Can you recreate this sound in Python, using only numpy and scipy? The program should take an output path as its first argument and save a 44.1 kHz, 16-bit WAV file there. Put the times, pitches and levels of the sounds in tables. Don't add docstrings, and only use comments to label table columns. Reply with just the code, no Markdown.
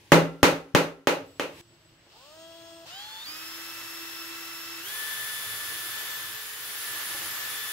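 import sys
import numpy as np
from scipy import signal
from scipy.fft import rfft, irfft, next_fast_len
from scipy.io import wavfile
from scipy.ndimage import uniform_filter1d

SR = 44100
rng = np.random.default_rng(int(sys.argv[2]) if len(sys.argv) > 2 else 0)


def voltage_ratio(decibels):
    exponent = np.asarray(decibels, float) / 20
    return 10 ** exponent


def pcm_store(signal):
    levels = np.round(np.clip(np.atleast_2d(signal), -1, 1) * 32767)
    wavfile.write(sys.argv[1], SR, levels.astype(np.int16).T)


N = 340452


STEPS_HZ = [240, 331, 860, 1080, 1330, 1745]
SHAFT_ORDERS = [1, 4, 5, 6, 7, 8, 10, 11, 12, 16, 20, 28, 40, 24]
# [level/dB rms at each of the six speeds, left lead/rad, pan/dB]
ORDER_LINES = [(-90, -79, -76, -73, -52.5, -64.5, 0.0098, -1), (-90, -56.5, -49.5, -74, -53, -48, 0.15, 8),
               (-90.5, -90, -85, -81, -61, -82, 0.22, 2), (-98, -92, -85, -87, -58.5, -64, 0.29, -6),
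               (-88, -87, -85, -85.5, -80, -55, 0.17, -4.5), (-69, -60, -71, -74, -59, -54.5, 0.18, -11.5),
               (-90, -90, -77.5, -56, -59, -80, 0.67, -5), (-92, -83, -82, -75, -69, -73, .8, 0.1),
               (-62, -62, -76, -70, -60, -65.5, 0.92, 7), (-52, -61.5, -42.5, -45, -47.5, -58, 0.69, 1.5),
               (-79, -65.5, -50, -65, -78, -100, 0.58, 0), (-91, -95.5, -85, -89, -80, -79, .1, 1),
               (-80, -62.5, -89, -95, -95, -99, 1, 12), (-71, -70, -81, -95, -95, -99, .8, -5)]
MIRROR_ORDERS = [(1, 4), (1, -4), (1, -8), (1, -16), (1, -32), (2, -4), (2, -24)]
MIRROR_LEVELS = [(-74, -66, -76, -85, -90, -95), (-62, -76, -57, -63, -64, -92),
                 (-88, -91, -79, -76, -57.5, -93), (-78, -66, -55, -49, -64, -95),
                 (-90, -66, -95, -99, -99, -99), (-72, -75, -79, -82, -85, -95),
                 (-95, -73, -87, -95, -95, -99)]
# [t/s, level/dB]
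STALL = [(1.25, -95), (1.262, -70), (1.38, -71), (1.5, -75), (1.6, -67), (1.63, -74), (2.05, -78),
         (2.2, -93)]
# [t/s, new pole pitch f/Hz, jump/s, creeping share, creep/s]
SQUEEZES = [
    (2.854, 893, .015, .6, .105),
    (3.195, 950, .06, 0, .1),
    (3.238, 1332, .015, .45, .12),
    (4.82, 1750, .015, 2.1, .031),
]
# [pole pitch f/Hz, whine level/dB, grind level/dB, hiss level/dB, rumble level/dB]
BY_SPEED = [(1.004, -59, -65.5, -80.5, -65), (55, -50, -66.5, -86, -70.5), (155, -30, -61.5, -81, -66),
            (195, -18, -59, -78, -66), (221, -10, -56.5, -76, -67), (280, -3, -56, -72, -77),
            (340, -1.5, -56, -68, -66), (450, 3, -49.5, -66, -64), (624, -3, -47, -61, -61),
            (750, 1, -48, -59, -60), (860, -1.5, -47.5, -55, -77.5), (1200, 5, -45, -48.5, -62),
            (1326, -1, -43.5, -46, -68), (1590, 4.5, -42, -41, -62), (1720, 1.5, -39.5, -39, -60.5)]
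# [pole pitch f/Hz, level/dB]
PINION_BY_SPEED = [(900, -78.5), (1200, -63), (1335, -61), (1600, -60), (1690, -50), (1740, -44.5)]
# [t/s, level/dB]
PUSH = [(4.95, 0), (6.13, 0), (6.27, -2.5), (6.54, -4), (6.75, -0.5), (6.85, 1), (7.13, 2), (7.3, 1.5),
        (7.72, 0.5)]
# [t/s, 4th turn pan/dB, 8th turn level/dB, 8th turn pan/dB]
LEAN = [(3.2, -6, 11, 13), (3.3, -15, 10, 13), (3.6, -15, 7, 13), (3.68, -8, 11, 11), (4.8, -15, 11, 16),
        (5, 14.5, 7, 13), (5.5, 7.5, 7.5, 12), (5.9, 5, 1, -10), (6.4, 5, -6, -10.5), (6.6, -7, -1, 19),
        (7, -18, 0, 10), (7.3, -3, -1.5, 13), (7.47, 3, -2, 12), (7.53, 4, 9, 12), (7.72, 9, 8, 10)]

# [f/Hz, level/dB per Hz]
CUTTING = [(150, -36), (250, -23), (425, -21.5), (481, -19), (692, -18.5), (1210, -8.5), (1620, -7),
           (1740, -7), (1860, -6), (2230, -11), (3580, -9.5), (4010, -12), (7000, -15.5), (9100, -32.5),
           (15400, -120)]
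# [f/Hz, level/dB per Hz]
SLOW_GEARS = [(200, -45), (500, -25), (1000, -23), (2200, -28.5), (2700, -15.5), (3500, -18), (5400, -19.5),
              (5900, -25.5), (8300, -27), (9300, -33), (10500, -58), (13500, -34), (15700, -39)]
# [f/Hz, level/dB per Hz]
FAN_HISS = [(2940, -5), (5000, -3), (5450, -5), (6030, -10), (7920, -3), (8880, -4.5), (10300, -3),
            (11100, 0), (13700, -1), (15100, -4.5), (15700, 0)]
# [f/Hz, level/dB per Hz]
RUMBLE = [(12, -59), (20, -42), (108, 3), (182, -9), (296, -20), (329, 4), (372, -9.5), (500, -18),
          (650, -4), (1100, -120)]
# [t/s, level/dB]
SLACK = [(2.1, -90), (2.135, -62), (2.17, -61), (2.2, -75), (2.25, -95)]
# [f/Hz, level/dB per Hz]
SLACK_COLOUR = [(300, -15), (600, -3), (850, 0), (1300, -3), (2000, -20)]
# [t/s, peak level/dB]
KNOCKS = [
    (2.066, -51),
    (6.536, -54),
    (6.566, -57),
    (7.147, -34.5),
    (7.217, -39),
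]
# [f/Hz, likeness 0-1]
DRILL_LIKENESS = [(60, .95), (400, .9), (800, .63), (1200, .5), (1800, .1), (4200, .1), (6500, -.03),
                  (8800, .1), (9700, .9), (10700, .998)]
# [f/Hz, pan/dB]
DRILL_BALANCE = [(60, 0.5), (150, -1), (380, -0.5), (950, 0), (2380, 0), (5980, 2.5), (15000, -3.5)]

# [t/s, peak level/dB, brightness level/dB, bass level/dB, board body level/dB]
BLOWS = [
    (0.1198, 2.4, -1, 3, 2),
    (0.43, -1.5, 4, 4, 2),
    (0.7492, -3.5, 2, 1, 1.5),
    (1.0718, -11.5, 6, 0.5, 7),
    (1.397, -19, 5, 1, 5.5),
]
EARLIER_BLOW = (-0.4, -20.5, -2, 9, -15)
CRACK_DB = [-0.5, 0, -5.5, -1, 0.5, 0.5]
# [f/Hz, level/dB, t60/s]
BENCH = [(164.2, -6.5, 0.42), (280, -8, 0.55), (353, -18, 0.18), (430, -14, 0.3), (593, -15.5, 0.36),
         (667, -7, 0.2), (832, -6.5, 0.3), (962, -10.5, 0.21), (1111, -15, 0.27), (322, -12.5, 0.25),
         (1355, -22, 0.28), (1250, -20, 0.2), (1350, -24, 0.14), (1460, -23.5, 0.28), (1615, -26.5, 0.35),
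         (2010, -20.5, 0.4), (2060, -28.5, 0.38), (2080, -19.5, 0.2), (2510, -17.5, 0.24),
         (2810, -20, 0.36), (3000, -18, 0.19), (3060, -32, 0.25)]
# [f/Hz, level/dB, t60/s]
LOOSE_METAL = [(1365, -32, 0.84), (395, -21.5, 0.78), (6590, -21, 0.12), (272, -23, 0.6), (511, -14, 0.37),
               (548, -17, 0.33), (1255, -6, 0.07), (780, -20, 0.45), (1809, -22, 0.2), (1660, -22, 0.24)]
# [f/Hz, level/dB per Hz]
ECHO = [(24, -54.5), (40, -30), (121, -21.5), (167, -6.5), (215, -13.5), (283, 0.5), (400, -4.5),
        (520, -4.5), (646, -4.5), (715, -11), (965, -11.5), (1040, -10.5), (1150, -14), (1260, -9),
        (1450, -12.5), (2100, -16), (2650, -16), (3300, -21), (4400, -23), (5300, -28), (6100, -25.5),
        (7500, -32), (12000, -36), (16000, -40)]
# [f/Hz, t60/s]
ECHO_T60 = [(60, 0.55), (160, 0.34), (280, 0.31), (450, 0.38), (1100, 0.34), (2910, 0.3), (7680, 0.28)]
# [f/Hz, likeness 0-1]
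BLOW_LIKENESS = [(60, 0.65), (150, 0.93), (380, 0.88), (950, 0.22), (2380, 0.037), (5980, 0.04),
                 (15000, 0.23)]
# [f/Hz, pan/dB]
BLOW_BALANCE = [(60, -0.5), (180, -3), (550, 0.5), (1650, -0.5), (4970, 1.5), (15000, -1.5)]
# [t/s,
# level/dB, f/Hz, share in the right one]
JOLTS = [
    (0.434, -16, 90, 0.3),
    (0.748, -27, 96, 0.1),
    (0.755, -14, 195, .4),
    (0.763, -32, 80, 0),
    (1.077, -35, 100, .1),
    (1.401, -42, 110, -0.9),
]
# [t/s, level/dB]
HAMMER_AIR = [(0, -56), (1.2, -71), (1.5, -57), (1.58, -49), (1.6, -48), (1.62, -44)]
# [f/Hz, level/dB per Hz]
RUSTLE = [(35, -29), (60, -8), (110, -5), (200, -14), (336, -10), (631, -19), (1130, -17), (1210, -32),
          (1600, -18), (3000, -17), (15700, -36)]

# [f/Hz, level/dB per Hz]
ROOM_AIR = [(18, -35), (30, -5), (59, -4), (127, -4), (160, -2.5), (220, -11), (278, -5.5), (400, -11),
            (1880, -10.5), (3200, -16.5), (5600, -35), (6400, -30), (9000, -34), (10500, -55), (15700, -38)]
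# [t/s, level/dB]
AIR_RISE = [(1.6, -5), (1.7, -2), (1.8, -0.5), (2.2, 0)]
# [t/s, level/dB]
SEAM = [(1.255, -90), (1.262, -65), (1.3, -73), (1.385, -75), (1.5, -74), (1.55, -73), (1.608, -67),
        (1.618, -95)]
# [f/Hz, level/dB per Hz]
SEAM_AIR = [(2000, -20), (5200, -3), (6200, -6), (8000, -2), (9300, -4), (10100, -14), (11000, 0),
            (15700, 0)]
# [t/s, level/dB]
SEAM_HUM = [(1.5, -90), (1.56, -60), (1.61, -56), (1.65, -68), (1.7, -90)]
# [from t/s, to t/s, 1 = as the left one's mirror]
HELD_OVER = [(5.965, 6.045, 0), (6.075, 6.195, 0), (6.235, 6.25, 1), (6.34, 6.405, .3), (6.62, 6.65, .6),
             (6.755, 6.78, .6), (6.835, 6.85, .7), (6.925, 6.96, .6), (7.0, 7.03, .6), (7.2, 7.225, .6),
             (7.29, 7.345, 0), (7.345, 7.415, 1), (7.415, 7.49, .2), (7.57, 7.63, 0)]


def motor():
    switch_hz, stall_hz = 7945, 7880
    t = np.arange(N) / SR
    pole_hz, whine_db = speed(), by_speed(BY_SPEED)[0]
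    turn = 2 * np.pi * np.cumsum(pole_hz / 4 * (1 + 0.000603 * drift(7.6))) / SR

    slowness = np.clip((1300 - pole_hz) / 700, 0, 1)
    rush_hz_per_s = np.maximum(np.gradient(uniform_filter1d(pole_hz, size=400)) * SR, 0)
    rush_db = -17 * np.tanh((rush_hz_per_s / 6500) ** 1.5)

    lean4_pan, lean8_db, lean8_pan = in_time(LEAN)
    lean = {4: (0.78 * in_time(PUSH)[0], lean4_pan), 8: (lean8_db, lean8_pan)}
    out = line(2 * np.pi * stall_hz * t, in_time(STALL)[0], .6, 0, flicker_db=2.5, blur=1.6)
    for order, (*steps_db, lead, pan_db) in zip(SHAFT_ORDERS, ORDER_LINES):
        if order == 16:
            rush_share = np.maximum(slowness ** 2, .25)
        else:
            rush_share = np.maximum(slowness, .6 * (order > 9))
        if order == 8:
            rush_share = .4 * rush_share
        lean_db, lean_pan_db = lean.get(order, (0, 0))
        level_db = np.interp(pole_hz, STEPS_HZ, steps_db) + whine_db + rush_db * rush_share + lean_db
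        wander = min(order / 16, 1)
        lead = lead + pole_hz / 1500 + .5 * wander * drift(1.3)
        pan_db = pan_db + lean_pan_db + 3 * wander * drift(2.3)
        out += line(order * turn, level_db, lead, pan_db, flicker_db=.9 if order == 8 else 1.5,
                    blur=.12 + order ** 1.3 / 140)
    for (multiple, order), steps_db in zip(MIRROR_ORDERS, MIRROR_LEVELS):
        phase = 2 * np.pi * multiple * switch_hz * t + order * turn
        level_db = np.interp(pole_hz, STEPS_HZ, steps_db) + whine_db + .5 * rush_db
        out += line(phase, level_db, 1.0, 0, flicker_db=2.0, blur=.2 + abs(order) / 50)
    return out


def speed():
    t = np.arange(N) / SR
    before = 332
    start_s, soft_start_s = 1.89, .263
    out = before * (1 - np.exp(-(np.maximum(t - start_s, 0) / soft_start_s) ** 2))
    for s, hz, jump, share, creep in SQUEEZES:
        since = np.maximum(t - s, 0)
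        left_to_go = (1 - share) * np.exp(-since / jump) + share * np.exp(-since / creep)
        out = out + (hz - before) * (1 - left_to_go)
        before = hz
    sag = 4.3 * (np.clip(t, 5, 7.05) - 5)
    bite = 6 * np.exp(-((t - 7.13) / .05) ** 2)
    return out - sag - bite


def pinion():
    teeth, slip_s, slip_hz, slip_back_s = 23, 6.25, 280, .035
    t = np.arange(N) / SR
    slip = slip_hz * (t > slip_s) * np.exp(-np.maximum(t - slip_s, 0) / slip_back_s)
    tooth_hz = teeth * speed() / 4 - slip
    level_db = by_speed(PINION_BY_SPEED)[0] + 1.6 * in_time(PUSH)[0]
    pan_db = np.interp(t, [4.9, 5.0, 5.5, 5.75], [-5, -4.5, -4.5, 2.5])
    return line(2 * np.pi * np.cumsum(tooth_hz) / SR, level_db, 0, pan_db, flicker_db=0.9)


def drill_noise():
    _, grind_db, hiss_db, rumble_db = by_speed(BY_SPEED)
    push_db = in_time(PUSH)[0]
    fast = np.clip((speed() - 340) / 800, 0, 1)
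    gears = np.sqrt(1 - fast) * flutter_noise(SLOW_GEARS, patchy_db=.7, rate=18)
    cutting = np.sqrt(fast) * flutter_noise(CUTTING, patchy_db=0.26, rate=9.3)
    grind = voltage_ratio(grind_db + 0.89 * push_db + 1.34) * (gears + cutting)
    hiss = voltage_ratio(hiss_db + 0.68 * push_db + 2.0) * flutter_noise(FAN_HISS, patchy_db=0.47, rate=32)
    rumble = voltage_ratio(rumble_db + 1.3 * push_db + 0.5) * flutter_noise(RUMBLE, patchy_db=3.0, rate=3.7)
    slack = voltage_ratio(in_time(SLACK)[0]) * flutter_noise(SLACK_COLOUR, patchy_db=3.0, rate=30)
    return grind + hiss + rumble + slack


def knocks():
    t, out = np.arange(SR // 8) / SR, np.zeros(N)
    wood = 0
    for hz, t60 in [(340, 0.2), (560, 0.13), (820, 0.14)]:
        wood = wood + np.sin(2 * np.pi * hz * t) * voltage_ratio(-60 * t / t60)
    for s, peak_db in KNOCKS:
        out[round(s * SR):][:len(t)] += voltage_ratio(peak_db - 9.5) * wood
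    return out


def hammer():
    size, lead = SR, SR // 2
    out = np.zeros((2, N + lead + size))
    shared = workshop_echo(size)
    nail_levels = [0, 0, 0, 1, 3, 6]   # dB, blow by blow
    for blow_row, crack_db, nail_db in zip([EARLIER_BLOW] + list(BLOWS), CRACK_DB, nail_levels):
        s, peak_db, bright_db, bass_db, body_db = blow_row
        room = 0.72 * shared + 0.27 * workshop_echo(size)
        blow = bench_ring(size, peak_db) + contact(size, crack_db) + voltage_ratio(-13.0) * room
        bass = signal.sosfilt(signal.butter(2, 230, fs=SR, output="sos"), blow)
        blow = blow + (voltage_ratio(bright_db) - 1) * above(blow, 1500) + (voltage_ratio(bass_db) - 1) * bass
        blow = blow + (voltage_ratio(body_db) - 1) * around(blow, 560, 1.6)
        blow = blow - .6 * around(blow, 697, 7.0)
        blow = blow + (voltage_ratio(nail_db) - 1) * around(blow, 2720, 5.0)
        at = lead + round(s * SR)
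        out[:, at:at + size] += voltage_ratio(peak_db) * blow
    return out[:, lead:lead + N]


def contact(size, crack_db):
    t = np.arange(size) / SR
    steel = -np.sin(2 * np.pi * 1450 * t) * np.exp(-t / 0.00053)
    steel -= 0.16 * np.sin(2 * np.pi * 3100 * t) * np.exp(-t / 0.0012)
    steel += 0.1 * np.sin(2 * np.pi * 6700 * t) * np.exp(-t / 0.0007)
    bounce_s, bounce_db = .0032, -7
    steel = steel + voltage_ratio(bounce_db) * np.interp(t - bounce_s, t, steel, left=0)
    board = 0.61 * np.sin(2 * np.pi * 600 * t) * np.exp(-((t - .0014) / 0.00066) ** 2)
    tick = rng.standard_normal((2, size)) * np.exp(-t / 0.00092)
    return voltage_ratio(2.5) * (voltage_ratio(crack_db) * steel - board) + voltage_ratio(-14.5) * tick


def bench_ring(size, peak_db):
    t = np.arange(size) / SR
    hz, level_db, t60 = np.transpose(list(BENCH) + list(LOOSE_METAL))[:, :, None]
    twin = 1 - rng.uniform(6.6, 16, hz.shape) / hz
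    partner = 0.47 * np.clip((hz - 165) / 110, 0, 1)
    strength = voltage_ratio(level_db - 15 + 0.3 * peak_db + rng.normal(0, 2.6, hz.shape))
    scatter = rng.normal(0, 1, (2, len(hz), 1)) * hz / 2200
    low_lead = .3 * (hz < 200) * np.array([1, -1])[:, None, None]
    turn = 2 * np.pi * hz * t + scatter + low_lead
    modes = strength * (np.sin(turn) + partner * np.sin(turn * twin)) * voltage_ratio(-60 * t / t60)
    return np.sum(modes, axis=1) * (1 - np.exp(-t / 0.0022))


def workshop_echo(size):
    pair, hz = coloured(size, ECHO, BLOW_LIKENESS, BLOW_BALANCE)
    t = np.arange(size) / SR
    hold_s = .02
    out = 0
    for c in 30 * 2. ** np.arange(10):
        swell = 1 - np.exp(-t / (0.00027 + 0.51 / c))
        fall = voltage_ratio(-66 * t * t / (t + hold_s + 1e-4) / at_hz(ECHO_T60, c))
        tail = voltage_ratio(-41 - 60 * t / 1.1)
        out = out + irfft(pair * octave_share(hz, c), size) * swell * (fall + tail)
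    return out / np.sqrt(np.mean(out[:, :SR // 20] ** 2))


def jolts():
    t, out = np.arange(N) / SR, np.zeros((2, N))
    for s, jolt_db, hz, right in JOLTS:
        thump = 1.66 * np.sin(2 * np.pi * hz * (t - s)) * np.exp(-((t - s) * hz * 2.65) ** 2)
        out += np.array([[1], [right]]) * voltage_ratio(jolt_db) * thump
    return out


def arm_rustle():
    return voltage_ratio(in_time(HAMMER_AIR)[0]) * flutter_noise(RUSTLE, patchy_db=0.5, rate=11)


def seam():
    t = np.arange(N) / SR
    hum = line(2 * np.pi * 344 * t, in_time(SEAM_HUM)[0], 0, 0, flicker_db=1.5)
    air = voltage_ratio(in_time(SEAM)[0]) * flutter_noise(SEAM_AIR, patchy_db=0.0, rate=20)
    return hum + air * (t < 1.62)


def room_air():
    return voltage_ratio(-62.5 + in_time(AIR_RISE)[0]) * flutter_noise(ROOM_AIR, patchy_db=.8, rate=9)


def line(phase, level_db, lead, pan_db, flicker_db, blur=0.2):
    sides = np.array([[.5], [-.5]])
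    flicker = flicker_db * (drift(15.3) + 0.75 * drift(4.9))
    gain = np.sqrt(2) * voltage_ratio(level_db + flicker + sides * pan_db)
    wobble = blur * (drift(13) + 0.16 * drift(110))
    return gain * np.sin(phase + wobble + sides * lead)


def flutter_noise(spectrum, patchy_db, rate):
    size = next_fast_len(N)
    pair, hz = coloured(size, spectrum, DRILL_LIKENESS, DRILL_BALANCE)
    low, high, together = spectrum[0][0], spectrum[-1][0], drift(rate)
    out = 0
    for c in 30 * 2. ** np.arange(10):
        if low / 2 < c < high * 2:
            octave = irfft(pair * octave_share(hz, c), size)[:, :N]
            out = out + octave * voltage_ratio(patchy_db * (0.69 * together + drift(rate)))
    return rms_one(out)


def coloured(size, spectrum, likeness, balance):
    hz = np.maximum(np.fft.rfftfreq(size, 1 / SR), 1)
    mid, side = rfft(rng.standard_normal((2, size)))
    alike = np.clip(at_hz(likeness, hz), -1, 1)
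    pair = np.sqrt(1 + alike) * mid + np.sqrt(1 - alike) * side * [[1], [-1]]
    pan = at_hz(balance, hz) * np.array([[.5], [-.5]])
    return pair * voltage_ratio(at_hz(spectrum, hz) + pan), hz


def octave_share(hz, centre):
    return np.cos(np.pi / 2 * np.clip(np.log2(hz / centre), -1, 1)) ** 2


def drift(rate):
    r = np.exp(-128 * np.pi * rate / SR)
    slow = signal.lfilter([1], [1, -2 * r, r * r], rng.standard_normal(N // 64 + 2002))[2000:]
    return np.interp(np.arange(N) / 64, np.arange(len(slow)), rms_one(slow))


def rms_one(x):
    return x / np.sqrt(np.mean(x ** 2) + 1e-20)


def above(x, hz):
    return signal.lfilter([1, -1], [1, -np.exp(-2 * np.pi * hz / SR)], x)


def around(x, hz, q):
    return signal.lfilter(*signal.iirpeak(hz, q, fs=SR), x)


def in_time(rows):
    s, *columns = np.transpose(rows)
    return [np.interp(np.arange(N) / SR, s, c) for c in columns]


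def by_speed(rows):
    hz, *columns = np.transpose(rows)
    pole_hz = speed()
    return [np.interp(pole_hz, hz, c) for c in columns]


def at_hz(points, hz):
    f, value = np.transpose(points)
    return np.interp(np.log(hz), np.log(f + 1e-9), value)


def scene():
    t = np.arange(N) / SR
    hammer_on = np.clip((1.615 - t) / 0.0045, 0, 1)
    drill_on = np.clip((t - 1.2) / .01, 0, 1)
    drill = motor() + pinion() + drill_noise() + knocks()
    nailing = hammer() + jolts() + arm_rustle()
    return drill_on * (drill + seam() + room_air()) + hammer_on * nailing


def roll_off(x):
    return signal.sosfilt(signal.butter(12, 16940, fs=SR, output="sos"), x)


def record(dry):
    low_pass = signal.ellip(12, .5, 70, 15700, fs=SR, output="sos")
    x = signal.sosfilt(low_pass, np.clip(dry, -.95, .95))
    pinion_band = signal.butter(4, (9700, 10500), "band", fs=SR, output="sos")
    left, right = signal.sosfiltfilt(pinion_band, x)
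    t = np.arange(N) / SR
    for start, end, mirror in HELD_OVER:
        over = uniform_filter1d(1. * ((t > start) & (t < end)), size=400)
        turned = mirror * left + (1 - mirror) * .7 * right
        x[1] -= over * (right + turned)
    return roll_off(x)


dry = scene()
out = record(dry)
pcm_store(out)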